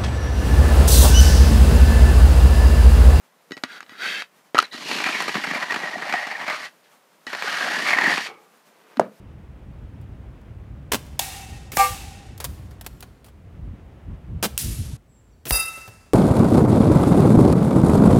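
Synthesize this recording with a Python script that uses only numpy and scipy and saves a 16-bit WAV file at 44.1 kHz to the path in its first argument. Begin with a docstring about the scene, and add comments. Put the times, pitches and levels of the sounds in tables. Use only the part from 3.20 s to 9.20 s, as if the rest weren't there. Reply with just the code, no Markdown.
"""Still outdoor air comes first; in it a metal hand float taps on grit and skims lightly, close by.
It slaps onto wet concrete, then makes two long gritty strokes along the foot of a block wall, with grains
catching, squeaks and plops; a hard, hollow knock ends the scene. Random grain impulses excite colour filters
and resonances for rubbing; swelling sines make plops and knocks; decaying noise makes boom and echoes."""
import sys
import numpy as np
from scipy import signal
from scipy.fft import rfft, irfft, next_fast_len
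from scipy.io import wavfile

SR = 44100
rng = np.random.default_rng(int(sys.argv[2]) if len(sys.argv) > 2 else 0)


def to_wav(sig):
    """Store sig (one row per channel, or 1-D mono) as 16-bit WAV at the path in sys.argv[1].

    Samples outside -1..1 are clipped; the rate is SR.
    """
    pcm = np.clip(np.atleast_2d(sig), -1, 1) * 32767
    pcm = np.round(pcm).astype(np.int16)
    wavfile.write(sys.argv[1], SR, pcm.T)  # frames by channels


N = 264585
TIME = np.arange(N) / SR
SQUEAK_HZ = 1865  # main resonance of the blade

# the hand's push, one table a stroke: t/s, relative pressure/dB, paste drag/dB, sand hiss/dB
STROKES = [
    [(1.528, -41.5, -54, -41), (1.61, -41, -49.5, -40), (1.72, -30.5, -35, -30.5),
     (1.87, -29, -42.5, -34.5), (1.96, -27, -41, -34), (2.11, -37, -46, -37), (2.29, -31, -42.5, -38.5),
     (2.35, -26, -44, -36.5), (2.47, -35.5, -45, -41.5), (2.55, -32, -45, -39), (2.8, -34, -47.5, -43.5),
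     (2.96, -29, -47, -39.5), (3.05, -31.5, -52.5, -42.5), (3.23, -33.5, -47, -45.5),
     (3.31, -26, -66, -38.5), (3.38, -36, -56, -41.5), (3.46, -36, -59, -40)],
    [(4.077, -38.5, -52, -43.5), (4.19, -36, -56, -40.5), (4.27, -28.5, -54, -34), (4.45, -25, -40, -33.5),
     (4.64, -26.5, -44, -33), (4.70, -23.5, -48, -29), (4.77, -23.5, -38, -38), (4.86, -23.5, -31.5, -32.5),
     (4.93, -23.5, -42, -30.5), (4.955, -31, -40, -32.5), (5.03, -38.5, -50, -37), (5.066, -31.5, -49, -36)],
]
# the hollow between blade and slab, one table a stroke:
# t/s, upper resonance f/Hz, lower resonance f/Hz, metal against scrape level/dB
TILT = [
    [(1.52, 1758, 1330, -4), (1.672, 2610, 930, 0.5), (1.93, 2440, 970, 2.5), (2.03, 1900, 1050, 1),
     (2.266, 1960, 910, 2), (2.338, 2280, 1120, -1.5), (2.508, 1900, 907, -3), (3.096, 2090, 730, 0.5),
     (3.326, 2130, 1220, -1), (3.48, 1780, 1160, 1)],
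    [(4.07, 2030, 810, 2), (4.108, 1510, 875, 4.5), (4.31, 1510, 1230, 0.5), (4.404, 1600, 1180, 1),
     (4.47, 1510, 654, -0.5), (4.6, 1730, 1040, -0.5), (4.69, 2400, 1150, 1.5), (4.77, 2000, 1010, 0),
     (4.96, 1900, 756, 0.5), (5.028, 1840, 1000, 4.5), (5.08, 2450, 1240, -1)],
]
# spectra of the rubbing, the dragged paste and the fine sand: f/Hz, density level/dB
SCRAPE_COLOUR = [(80, -68.5), (300, -19), (470, -9), (650, 3), (880, -6), (1070, 0.5), (1300, -3.5),
                 (1550, 0.5), (1900, -2.5), (2800, -14), (4000, -42.5), (12000, -52.5)]
PASTE_COLOUR = [(40, -27), (90, -53), (130, -10), (185, 0), (290, 0.5), (400, -3.5), (520, -5.5),
                (1500, -48), (8000, -75.5)]
HISS_COLOUR = [(200, -47.5), (1200, -7.5), (2900, 4), (4400, 0), (6400, -5.5), (7500, -11), (12000, -17.5),
               (15500, -31)]
STROKE_ATTACK_S, STROKE_RELEASE_S = 0.012, 0.018
FIRM_DB, RING_GROWTH = -31, 0.14  # above a firm push the metal gains on the scrape, in dB per dB


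def strokes(judder_hz=70, judder_db=2.0, hiss_judder_db=1.0,
            scrape_db=-7, paste_db=-1, lumps_db=2.5, ring_db=-4.0, coupling_hz=520,
            grit_db=-10, grit_per_s=90, rasp_db=-11.5, rocking=0.032, rocking_hz=18,
            upper_db=-6, upper_width_hz=400, lower_db=-9.0, lower_width_hz=260):
    """Granular friction: rolling sand excites paste, metal and hollow; uneven grip modulates the contact."""
    contact = sum(gate(rows[0][0] - STROKE_ATTACK_S, rows[-1][0], STROKE_ATTACK_S, STROKE_RELEASE_S)
                  for rows in STROKES)
    pressure_db, drag_db, sand_db = curves(STROKES)
    upper_hz, lower_hz, metal_db = curves(TILT)
    metal_db = metal_db + RING_GROWTH * (pressure_db - FIRM_DB)
    scrape = contact * amp(pressure_db - metal_db)
    ring = contact * amp(pressure_db + metal_db)
    paste = contact * amp(drag_db)
    hiss = contact * amp(sand_db)

    upper_hz = upper_hz * (1 + rocking * wander(rocking_hz))  # the blade rocks on the grains
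    judder = wander(judder_hz)
    jerks = stick_slip()
    grip = jerks * evened(amp(judder_db * judder))
    out = amp(scrape_db) * scrape * colour(grip * grains(1800, 3.9), SCRAPE_COLOUR)

    lumps = evened(amp(lumps_db * wander(30)))  # the paste gives way in lumps
    out += amp(paste_db) * paste * jerks * colour(lumps * grains(900, 3.3), PASTE_COLOUR)

    # the metal rings most when the hollow is tuned to it
    in_tune = 1 / (1 + ((upper_hz - SQUEAK_HZ) / coupling_hz) ** 2)
    out += amp(ring_db) * in_tune * ring * blade(grip * grains(2500, 1.2))

    # small stones tick one by one
    out += amp(grit_db) * scrape * colour(grains(grit_per_s, 1.3), CATCH_COLOUR)

    # the hollow under the blade sings at two moving pitches
    out += amp(upper_db) * ring * resonate(grip * grains(1200, 2.1), upper_hz, upper_width_hz)
    out += amp(lower_db) * scrape * resonate(grip * grains(1200, 2.8), lower_hz, lower_width_hz)

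    out += amp(rasp_db) * hiss * jerks * sand_rasp()
    return out + hiss * colour(amp(hiss_judder_db * judder) * grains(12000, 3.8), HISS_COLOUR)


# resonances of the loaded float: f/Hz, width/Hz, relative level/dB
BLADE = [(1630, 240, -30), (1816, 54, 10.5), (1897, 45, 7), (2200, 260, 8.5), (2570, 116, -6.5),
         (2600, 150, -21), (4440, 390, -9)]


def blade(x):
    """Modal resonance: the wet mix damps the float, so each mode is broad and dies quickly."""
    t = np.arange(2048) / SR
    ring = 0
    for hz, width, db in BLADE:
        decay = np.exp(-np.pi * width * t)
        ring = ring + amp(db) * np.sqrt(width) * decay * np.sin(2 * np.pi * hz * t)
    high_pass = signal.butter(2, 900, "high", fs=SR, output="sos")
    return evened(signal.sosfilt(high_pass, signal.oaconvolve(x, ring)[:N]))


def sand_rasp(low_hz=2900, high_hz=4350, width_hz=420, rocking=0.042, rocking_hz=14):
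    """Resonance under random excitation: fine sand rings two modes that drift as the blade rocks."""
    return sum(resonate(grains(2500, 3.6), hz * (1 + rocking * wander(rocking_hz)), width_hz)
               for hz in (low_hz, high_hz))


# the coarsest grains catching under the blade: t/s, relative level/dB, relative low push/dB, length scale/s
CATCHES = [(1.712, -12, -3.5, 0.0031), (1.783, -22.5, -6, 0.01), (1.801, -14, -14, 0.004),
           (1.819, -18, -1, 0.004), (1.8395, -8.5, -17, 0.0024), (1.86, -14.5, -6, 0.013),
           (1.886, -14, -8, .006), (2.001, -13.5, -8, 0.0066), (2.019, -18, -2, 0.0071),
           (2.079, -13, 0.5, 0.0045), (2.09, -16.5, 3.5, .005), (2.142, -14, -11, 0.0045),
           (2.152, -11, 5, 0.0047), (2.167, -17.5, 0, 0.0046), (2.237, -16, -11, 0.0093),
           (2.27, -18, 3, .005), (2.311, -14, 6.5, 0.0029), (2.352, -27, -10, 0.0021),
           (2.36, -20, -10, 0.0049), (2.424, -18, -4, 0.0078), (2.506, -16.5, -4, 0.004),
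           (2.52, -11, -2, 0.004), (2.541, -15, -7, 0.0049), (2.56, -10.5, 1, 0.0024),
           (2.633, -27, 10, 0.0085), (2.821, -23.5, 7, 0.0051), (2.894, -17.5, -4, 0.0054),
           (2.924, -12.5, -10, 0.0035), (2.937, -11, 0, 0.003), (3.067, -19, -1, 0.0048),
           (3.11, -23, -13, 0.0087), (3.217, -26, -10, 0.0058), (3.277, -16, -5, 0.0079),
           (3.298, -9, -10, 0.0025), (3.328, -21, 1, 0.0027), (4.129, -17, -6, 0.0066),
           (4.148, -15, -7, 0.003), (4.222, -11, -9, 0.0024), (4.275, -19, -6, 0.0089),
           (4.6645, -16, -32, 0.0018), (4.686, -13, -4, 0.002), (4.705, -13, -14, 0.0029),
           (4.728, -17, -25, 0.007), (4.785, -7, -15, 0.003), (4.837, -14.5, -19, 0.0025),
           (4.868, -12.5, -17, 0.0034), (4.892, -19, -12, 0.0036), (4.937, -14.5, -7, 0.0039),
           (4.972, -11.5, -17, 0.0023), (4.9777, -6.5, -4, 0.00195), (5.005, -20, -11, 0.004)]


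def stick_slip(surge_db=3.5, surge_s=0.013):
    """Stick-slip: the blade jerks free of each coarse grain, so the rubbing surges, then relaxes."""
    surges = sum(np.exp(-abs(TIME - s) / surge_s) * (TIME > s) for s, *_ in CATCHES)
    return amp(surge_db * surges)


# spectrum of a crunching grain: f/Hz, density level/dB
CATCH_COLOUR = [(50, -83), (200, -22), (480, -4.5), (720, 7.5), (1880, 5.5), (2400, 2), (3300, -5.5),
                (5000, -9.5), (8000, -21), (15500, -70)]
# spectrum of the metal grazed by a dry grain: f/Hz, density level/dB
GRAZE_COLOUR = [(1200, -17), (1850, 6.5), (2450, 12.5), (3400, -19)]


def catches(level_db=-2, push_db=-8, snap_db=-3, rise_s=0.0014, crumble_db=-14, crumble_s=0.022,
            graze_db=-11, graze_share=0.2, size_spread=.09):
    """Brittle fracture: a coarse grain cracks, shoves the paste and crumbles; random size shifts its colour."""
    out = np.zeros(N)
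    t = np.arange(4096) / SR
    snap = colour(1. * (t == 0), CATCH_COLOUR)
    for s, db, low_db, length in CATCHES:
        main_crunch = np.exp(-(t / (1.54 * length)) ** 2)
        crumbling = amp(crumble_db) * np.exp(-t / crumble_s)
        crunch = (1 - np.exp(-t / rise_s)) * (main_crunch + crumbling)
        shift = np.exp(size_spread * rng.standard_normal())
        own_colour = [(hz * shift, level) for hz, level in CATCH_COLOUR]
        shove = np.sqrt(swell(t, length * 0.35))
        shoved_paste = amp(low_db + push_db) * burst(shove, PASTE_COLOUR)
        add(out, s, amp(db + level_db) * (burst(crunch, own_colour) + shoved_paste))
        # the less paste it shoves, the more it grazes metal
        add(out, s, amp(db + graze_db - graze_share * low_db) * burst(crunch, GRAZE_COLOUR))
        add(out, s + length / 2, amp(db + snap_db) * snap / abs(snap).max())
    return out


# instants at which the blade squeaks: middle t/s, peak level/dB, half length/s (to 1/e)
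SQUEAKS = [(2.43, -23, .005), (2.509, -19.5, 0.0096), (2.64, -23.5, 0.007), (2.681, -26.5, 0.0078),
           (2.739, -27.5, 0.009), (2.756, -27, 0.0067), (2.823, -24.5, 0.0037), (2.966, -26, .008),
           (2.984, -24.5, 0.011), (3.115, -30, 0.0053), (3.156, -21.5, 0.0053), (4.787, -9.5, 0.002),
           (4.822, -13, 0.0024), (4.864, -15, 0.0082), (4.883, -11, 0.002), (4.931, -13, 0.0027)]


def squeaks(jitter=0.027, jitter_hz=70):
    """Frequency locking: stick and slip settle on the blade's main mode, a nearly pure, unsteady note."""
    hz = SQUEAK_HZ * (1 + jitter * wander(jitter_hz))
    note = np.sin(2 * np.pi * np.cumsum(hz) / SR)
    return note * sum(amp(db) * np.exp(-((TIME - s) / half) ** 2) for s, db, half in SQUEAKS)


# lumps of wet paste giving way: t/s, peak level/dB, pitch at the peak f/Hz
PLOPS = [(0.719, -40.5, 279), (1.545, -31, 272), (1.653, -33, 283), (1.892, -27.5, 292),
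         (2.178, -23.5, 300), (2.356, -25.5, 263), (2.657, -28.5, 636), (2.757, -22, 697),
         (2.767, -31, 236), (2.866, -25, 634), (2.939, -15.5, 748), (4.242, -28, 460), (4.465, -23, 592)]


def plops(swell_s=0.003, sag_per_s=12):
    """Cavity resonance: a pocket in the paste opens, so a few soft cycles fall in pitch."""
    out = np.zeros(N)
    t = np.arange(2048) / SR
    for s, db, hz in PLOPS:
        turns = np.cumsum(hz * np.exp(-sag_per_s * (t - swell_s))) / SR
        add(out, s, amp(db) * swell(t, swell_s) * np.sin(2 * np.pi * turns))
    return out


# single grains of sand splitting: t/s, relative level/dB
SPLITS = [(1.424, -27.5), (2.022, -23), (2.083, -23.5)]
# spectrum of the bright tick: f/Hz, density level/dB
SPLIT_COLOUR = [(1500, -19), (4600, 6.5), (10000, -4.5), (15000, -15)]


def splits(swell_s=0.0014):
    """Brittle fracture: a single grain splits under the blade in a brief, bright tick."""
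    out = np.zeros(N)
    t = np.arange(1024) / SR
    for s, db in SPLITS:
        add(out, s, amp(db) * burst(swell(t, swell_s), SPLIT_COLOUR))
    return out


# the heel scuffing as the hand shifts its grip: start t/s, end t/s, low ring level/dB, high ring level/dB
SCUFFS = [(1.436, 1.451, -60, -37.5), (1.511, 1.565, -43, -42.5)]


def scuffs(low_hz=1900, low_width_hz=110, high_hz=3970, high_width_hz=400, attack_s=0.0044, release_s=.007):
    """Selective modal excitation: fine sand under the heel alone rings two modes of the blade."""
    low = resonate(grains(4000, 2.1), np.full(N, low_hz), low_width_hz)
    high = resonate(grains(4000, 1.9), np.full(N, high_hz), high_width_hz)
    out = np.zeros(N)
    for start, end, low_db, high_db in SCUFFS:
        out += gate(start, end, attack_s, release_s) * (amp(low_db) * low + amp(high_db) * high)
    return out


# light brushes of the edge: start t/s, end t/s, relative level/dB, relative sand hiss/dB, flattening (0-1)
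BRUSHES = [(0.45, 0.578, -39, -47, 0), (0.67, 0.81, -45, -54.5, 0), (0.764, 1.013, -26.5, -37.5, 1),
           (3.605, 3.656, -54.5, -62, 0.54)]
# resonances under the lifted blade as its angle flattens:
# first f/Hz, last f/Hz, width/Hz, first relative level/dB, last relative level/dB
SKIM_MODES = [(1440, 1770, 320, 3.5, 3), (2060, 2180, 320, -4.5, -0.5), (2500, 2600, 220, -12, -1),
              (3330, 3150, 220, -9, -1), (3800, 3770, 290, -6.5, -2.5), (4590, 4550, 190, -8, -5.5)]
# spectrum of the lightly loaded edge: f/Hz, density level/dB
SKIM_COLOUR = [(50, -96), (180, 1), (700, 3), (1050, -1), (1500, 12), (2000, 7), (2900, -4.5), (4500, -24),
               (9000, -22)]


def skim(edge_db=-2, flat_edge_db=-3, modes_db=-5, hiss_db=1, flat_hiss_db=5, uneven_db=0.2,
         rocking=0.016, rocking_hz=16, attack_s=0.077, release_s=0.016, sag_db_per_s=-34.5):
    """Light granular friction: the edge brushes fine sand; its rasp glides and brightens as the blade flattens."""
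    edge, hiss, angle = np.zeros((3, N))
    for start, end, db, sand_db, flattening in BRUSHES:
        touch = gate(start, end, attack_s, release_s, sag_db_per_s)
        touch *= np.clip((TIME - start) / attack_s, 0, 1) ** flattening  # a flattening blade bites late and hard
        edge += amp(db) * touch
        hiss += amp(sand_db) * touch
        tilt = flattening * np.clip((TIME - start) / (end - start), 0, 1)
        angle = np.where(TIME < start, angle, tilt)
    flat = np.minimum(2 * angle, 1)
    rasp = np.zeros(N)
    for first, last, width, first_db, last_db in SKIM_MODES:
        hz = (first + (last - first) * angle) * (1 + rocking * wander(rocking_hz))
        mode_db = first_db + (last_db - first_db) * flat
        rasp += amp(mode_db) * resonate(grains(2200, 4.2), hz, width)
    body = amp(edge_db + flat_edge_db * flat) * colour(grains(6000, 1.8), SKIM_COLOUR) + amp(modes_db) * rasp
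    sand = amp(hiss_db + flat_hiss_db * flat) * colour(grains(11000, 2.6), HISS_COLOUR)
    return amp(uneven_db * wander(44)) * (edge * body + hiss * sand)


# spectrum of the oozing wet grit: f/Hz, density level/dB
SQUELCH_COLOUR = [(60, -51), (220, 1.5), (800, -3), (1500, 5), (2200, 4.5), (4000, -16.5), (12000, -57)]
# the float settles into the wet mix: first touch, lying flat, at rest
TOUCH_S, FLAT_S, REST_S = 1.346, 1.387, 1.441


def squelch(body_db=-26.5, sag_db_per_s=-125, hiss_db=-43, spurt_db=-22, spurt_s=0.009,
            attack_s=0.0015, release_s=0.026):
    """Squeeze flow: wet grit oozes out as the float settles, with one spurt as the blade falls flat."""
    body = amp(body_db) * gate(TOUCH_S, REST_S, attack_s, release_s, sag_db_per_s)
    hiss = amp(hiss_db) * gate(TOUCH_S, REST_S, attack_s, release_s)
    hiss += amp(spurt_db) * gate(FLAT_S, FLAT_S, attack_s, spurt_s)
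    return body * colour(grains(2300, 1.9), SQUELCH_COLOUR) + hiss * colour(grains(6000, 6.3), HISS_COLOUR)


# the blade tapping on grit: t/s, dull thud level/dB, relative crack/dB, relative blade ring/dB
TAPS = [(0.3084, -26.5, -25.5, -46), (0.319, -27, -17, -28), (0.3681, -34, -23.5, -37),
        (0.376, -46, -21.5, -52), (0.4363, -23, -4.5, -31.5), (0.6053, -55, -17, -40),
        (0.628, -63, -24.5, -47), (.663, -60, -35, -59), (0.694, -61, -27.5, -39.5), (4.067, -31, -16, -31)]
# pitched knocks of the blade: the skim's end, the slap into the wet mix, a soft tap before the thump:
# t/s, note level/dB, pitch f/Hz, swell/s, relative crack/dB
PITCHED_KNOCKS = [(1.021, -26, 1590, 0.00088, -13), (1.3458, -10, 480, 0.0015, -10.5),
                  (1.354, -9, 1040, 0.00088, -12.5), (1.369, -11, 1350, 0.0026, -31.5),
                  (1.3806, -8.5, 1260, 0.00089, 1.5), (1.3869, 0.5, 1310, 0.0035, 2.5),
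                  (1.401, -10, 1560, 0.00068, -5), (1.4263, -19.5, 1500, 0.0024, -10.5),
                  (5.7705, -24, 248, 0.01, -18.5)]


def knocks(thud_hz=333, thud_swell_s=0.0025, pitched_ring_db=-23, pitched_spatter_db=-28):
    """Impact excitation: dry taps share one thud; pitched knocks ring the blade in proportion to their note."""
    out = np.zeros(N)
    for s, thud_db, crack_db, ring_db in TAPS:
        add(out, s, knock(thud_db, thud_hz, thud_swell_s, crack_db, ring_db))
    for s, note_db, hz, rise, crack_db in PITCHED_KNOCKS:
        ring_db = note_db + pitched_ring_db
        add(out, s, knock(note_db, hz, rise, crack_db, ring_db, spatter_db=pitched_spatter_db))
    return out


# modes of the blade ringing freely after a knock: f/Hz, relative level/dB, t60/s
FREE_BLADE = [(269, -8, .07), (1450, -12, .04), (1930, 0, .065), (2589, -9, .04), (2980, -3, .05),
              (3850, -6, .04), (4694, -11, .04), (5330, -10, .04), (6450, -11, .04)]
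# spectrum of the cracking grit: f/Hz, density level/dB
CRACK_COLOUR = [(100, -26), (230, -2), (800, -1.5), (1400, 8), (2200, 1.5), (3000, -2), (4300, -2.5),
                (5500, -12.5), (9000, -19.5), (15500, -34.5)]


def knock(body_db, hz, rise, crack_db, ring_db, crack_s=0.0016, spatter_db=-21, spatter_s=0.013,
          chatter_db=-2, chatter_s=0.011):
    """Impact and free vibration: a choked note, grit that cracks and spatters, and metal that chatters."""
    t = np.arange(8192) / SR
    body = amp(body_db) * np.sqrt(swell(t ** 2, rise ** 2)) * np.sin(2 * np.pi * hz * t)

    spatter = amp(spatter_db) * np.exp(-t / spatter_s)
    crack = (np.exp(-t / crack_s) + spatter) * (1 - np.exp(-t / 0.00057))

    # the edge rattles on the grit after the first contact and keeps the modes going
    modes = sum(amp(db - 60 * t / t60) * np.sin(2 * np.pi * f * t) for f, db, t60 in FREE_BLADE)
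    chatter = swell(t, chatter_s)
    chatter = chatter / np.linalg.norm(chatter)
    contact = (t == 0) + amp(chatter_db) * chatter * rng.standard_normal(len(t))
    ring = signal.oaconvolve(contact, modes)[:len(t)]
    return body + amp(crack_db) * burst(crack, CRACK_COLOUR) + .5 * amp(ring_db) * ring


# the float ringing on once lifted off the slab: f/Hz, width/Hz, relative level/dB
LIFTED = [(441, 180, -2), (800, 150, -3), (1192, 240, 1), (2000, 2400, -4.5), (2240, 120, -0.5)]
LIFT_S = 5.07


def lift_off(level_db=-42, attack_s=0.014, fade_s=0.081, damping_hz=2800):
    """Frequency-dependent damping: soft modes die away as the float leaves the slab, high ones first."""
    out = np.zeros(N)
    for hz, width, db in LIFTED:
        fade = gate(LIFT_S, LIFT_S, attack_s, fade_s / (1 + (hz / damping_hz) ** 2))
        out += amp(db) * fade * resonate(grains(2300, 2.9), np.full(N, hz), width)
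    return amp(level_db) * out


# the thump's hollow body: f/Hz, level/dB, swell/s
THUMP = [(440, -7.5, .0029), (677, -1.5, .0019), (826, -.5, .0012), (1150, -12, .0014), (1650, -15, .0008)]
# spectrum of the boom: f/Hz, density level/dB
BOOM_COLOUR = [(60, -47), (120, -10.5), (210, 6), (340, -8.5), (470, 5.5), (620, 2), (800, -10), (1200, -9),
               (1900, -15.5), (2800, -25), (8000, -34), (15000, -39)]
# decay of the boom: f/Hz, t60/s
BOOM_T60 = [(120, 0.36), (250, 0.28), (3000, 0.21), (8000, 0.082)]
THUMP_S = 5.7959


def thump(click_db=-18.5, boom_db=2, click_s=0.0014, bloom_s=0.0028, echo_db=-17, echo_s=0.0178):
    """Impact on a cavity: a hard blow gives a click, a few choked cycles, one echo and a low boom."""
    out = np.zeros(N)
    t = np.arange(16384) / SR
    blow = -sum(amp(db) * swell(t, rise) * np.sin(2 * np.pi * hz * t) for hz, db, rise in THUMP)
    click_colour = [(200, -28.0), (1800, 8.0), (2400, -6), (8000, -1), (15000, -25)]  # f/Hz, density level/dB
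    click = amp(click_db) * burst(swell(t, click_s), click_colour)
    boom = amp(boom_db) * colour(tail(BOOM_T60), BOOM_COLOUR) * (1 - np.exp(-t / bloom_s))
    add(out, THUMP_S, blow + click + boom)
    add(out, THUMP_S + echo_s, amp(echo_db) * blow)
    return out


# spectra of the rustle and of the air: f/Hz, density level/dB
RUSTLE_COLOUR = [(80, -43), (200, -11), (470, 3), (620, -6), (1200, -5), (2000, -9.5), (3000, -14),
                 (9000, -30)]
AIR_COLOUR = [(30, -52), (80, -22.5), (170, 1.5), (300, -4), (500, 0.5), (1200, -2), (4000, -12.5),
              (15000, -18.5)]
RUSTLE_S = 5.493  # a faint rustle grows from here until the thump


def background(air_db=-58.5, waver_db=-1.6, waver_hz=10.54, rustle_db=-61, growth_db_per_s=28):
    """Filtered noise: still outdoor air wavers slightly, and a faint rustle grows late on."""
    swelling = gate(RUSTLE_S, THUMP_S, 0.041, .02, growth_db_per_s)
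    rustle = amp(rustle_db) * swelling * colour(grains(4000, 2.0), RUSTLE_COLOUR)
    air = amp(air_db + waver_db * wander(waver_hz)) * colour(rng.standard_normal(N), AIR_COLOUR)
    return rustle + air


def grains(per_s, spread_db):
    """Random impulse process: sand grains slip as clicks, a few much larger than the rest."""
    size = amp(spread_db * np.minimum(rng.exponential(1, N), 4))
    slips = rng.random(N) < per_s / SR
    return evened(size * rng.choice([-1, 1], N) * slips)


def resonate(x, hz, width):
    """Heterodyne resonance: a double pole follows the curve hz and is scaled to rms 1."""
    turn = np.exp(2j * np.pi * np.cumsum(hz) / SR)
    r = np.exp(-np.pi * width / SR)
    return evened((turn * signal.lfilter([1], np.poly([r, r]), x / turn)).real)


def colour(x, points, size=4096):
    """Minimum-phase filtering: a causal filter of unit energy takes the shape of the given spectrum."""
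    log_gain = np.log(amp(read(points, abs(np.fft.fftfreq(size, 1 / SR)))))
    taps = np.fft.ifft(np.exp(np.conj(signal.hilbert(log_gain)))).real[:size // 2]
    return signal.oaconvolve(x, taps / np.linalg.norm(taps))[:len(x)]


def burst(envelope, points):
    """Shaped noise: a coloured crunch with a quarter of its envelope's energy."""
    x = colour(envelope * rng.choice([-1, 1], len(envelope)), points)
    return .5 * x * np.linalg.norm(envelope) / np.linalg.norm(x)


def tail(t60s, size=16384):
    """Diffuse reverberation: scattered echoes of unit energy, each band dying at its own speed."""
    hz, t, z = signal.stft(rng.standard_normal(size), SR, nperseg=256)
    x = signal.istft(z * amp(-60 * t / read(t60s, hz)[:, None]), SR)[1]
    return x / np.linalg.norm(x)


def wander(rate_hz):
    """Low-passed noise: smooth random motion of rms 1."""
    size = next_fast_len(N, True)
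    hz = np.fft.rfftfreq(size, 1 / SR)
    spectrum = rfft(rng.standard_normal(size)) / (1 + (hz / rate_hz) ** 4)
    return evened(irfft(spectrum, size)[:N])


def swell(t, rise):
    """Build-up and decay: a bump that peaks at 1 after rise seconds."""
    return (t / rise * np.exp(1 - t / rise)) ** 2


def gate(start, end, attack_s, release_s, slope_db_per_s=0):
    """Amplitude envelope: attack, a hold that may sag or grow, and an exponential release."""
    held = np.clip(TIME, start, end) - start
    attack = np.clip((TIME - start) / attack_s, 0, 1)
    release = np.exp(-np.maximum(TIME - end, 0) / release_s)
    return attack * amp(slope_db_per_s * held) * release


def curves(tables):
    """Linear interpolation: one control curve for each column of the strokes' tables."""
    s, *columns = np.transpose(np.vstack(tables))
    return [np.interp(TIME, s, c) for c in columns]


def read(points, hz):
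    """Logarithmic frequency scale: reads a table between its points."""
    f, value = np.transpose(points)
    return np.interp(np.log(hz + 1), np.log(f + 1), value)


def amp(db):
    """Level to amplitude: decibels become gain."""
    return 10 ** (np.asarray(db) / 20)


def evened(x):
    """Normalisation: scales to rms 1."""
    return x / np.sqrt(np.mean(x ** 2) + 1e-20)


def add(mix, s, sound):
    """Superposition: mixes a sound in at time s."""
    part = mix[round(s * SR):][:len(sound)]
    part += sound[:len(part)]


# decay of the echoes from wall and ground: f/Hz, t60/s
YARD_T60 = [(150, 0.091), (1000, 0.11), (4000, 0.033), (12000, 0.044)]


def scene(yard_db=-19):
    """Superposition: the float with weak echoes from wall and ground, the thump and the background."""
    rubbing = strokes() + skim() + squelch() + scuffs()
    events = catches() + squeaks() + plops() + splits() + knocks() + lift_off()
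    tool = rubbing + events
    echoes = signal.oaconvolve(tool, tail(YARD_T60))[:N]
    return (tool + amp(yard_db) * echoes + thump() + background())[None]


def record(dry, low_cut_hz=120, edge_hz=15600):
    """Transducer limits: the microphone sheds deep bass, rounds peaks near full scale, then band-limits."""
    x = signal.sosfilt(signal.butter(3, low_cut_hz, "high", fs=SR, output="sos"), dry)
    limited = x / (1 + x ** 8) ** (1 / 8)
    low_pass = signal.firwin(511, edge_hz, window=("kaiser", 9), fs=SR)
    return signal.oaconvolve(limited, low_pass[None], "same")


dry = scene()
out = record(dry)
to_wav(out)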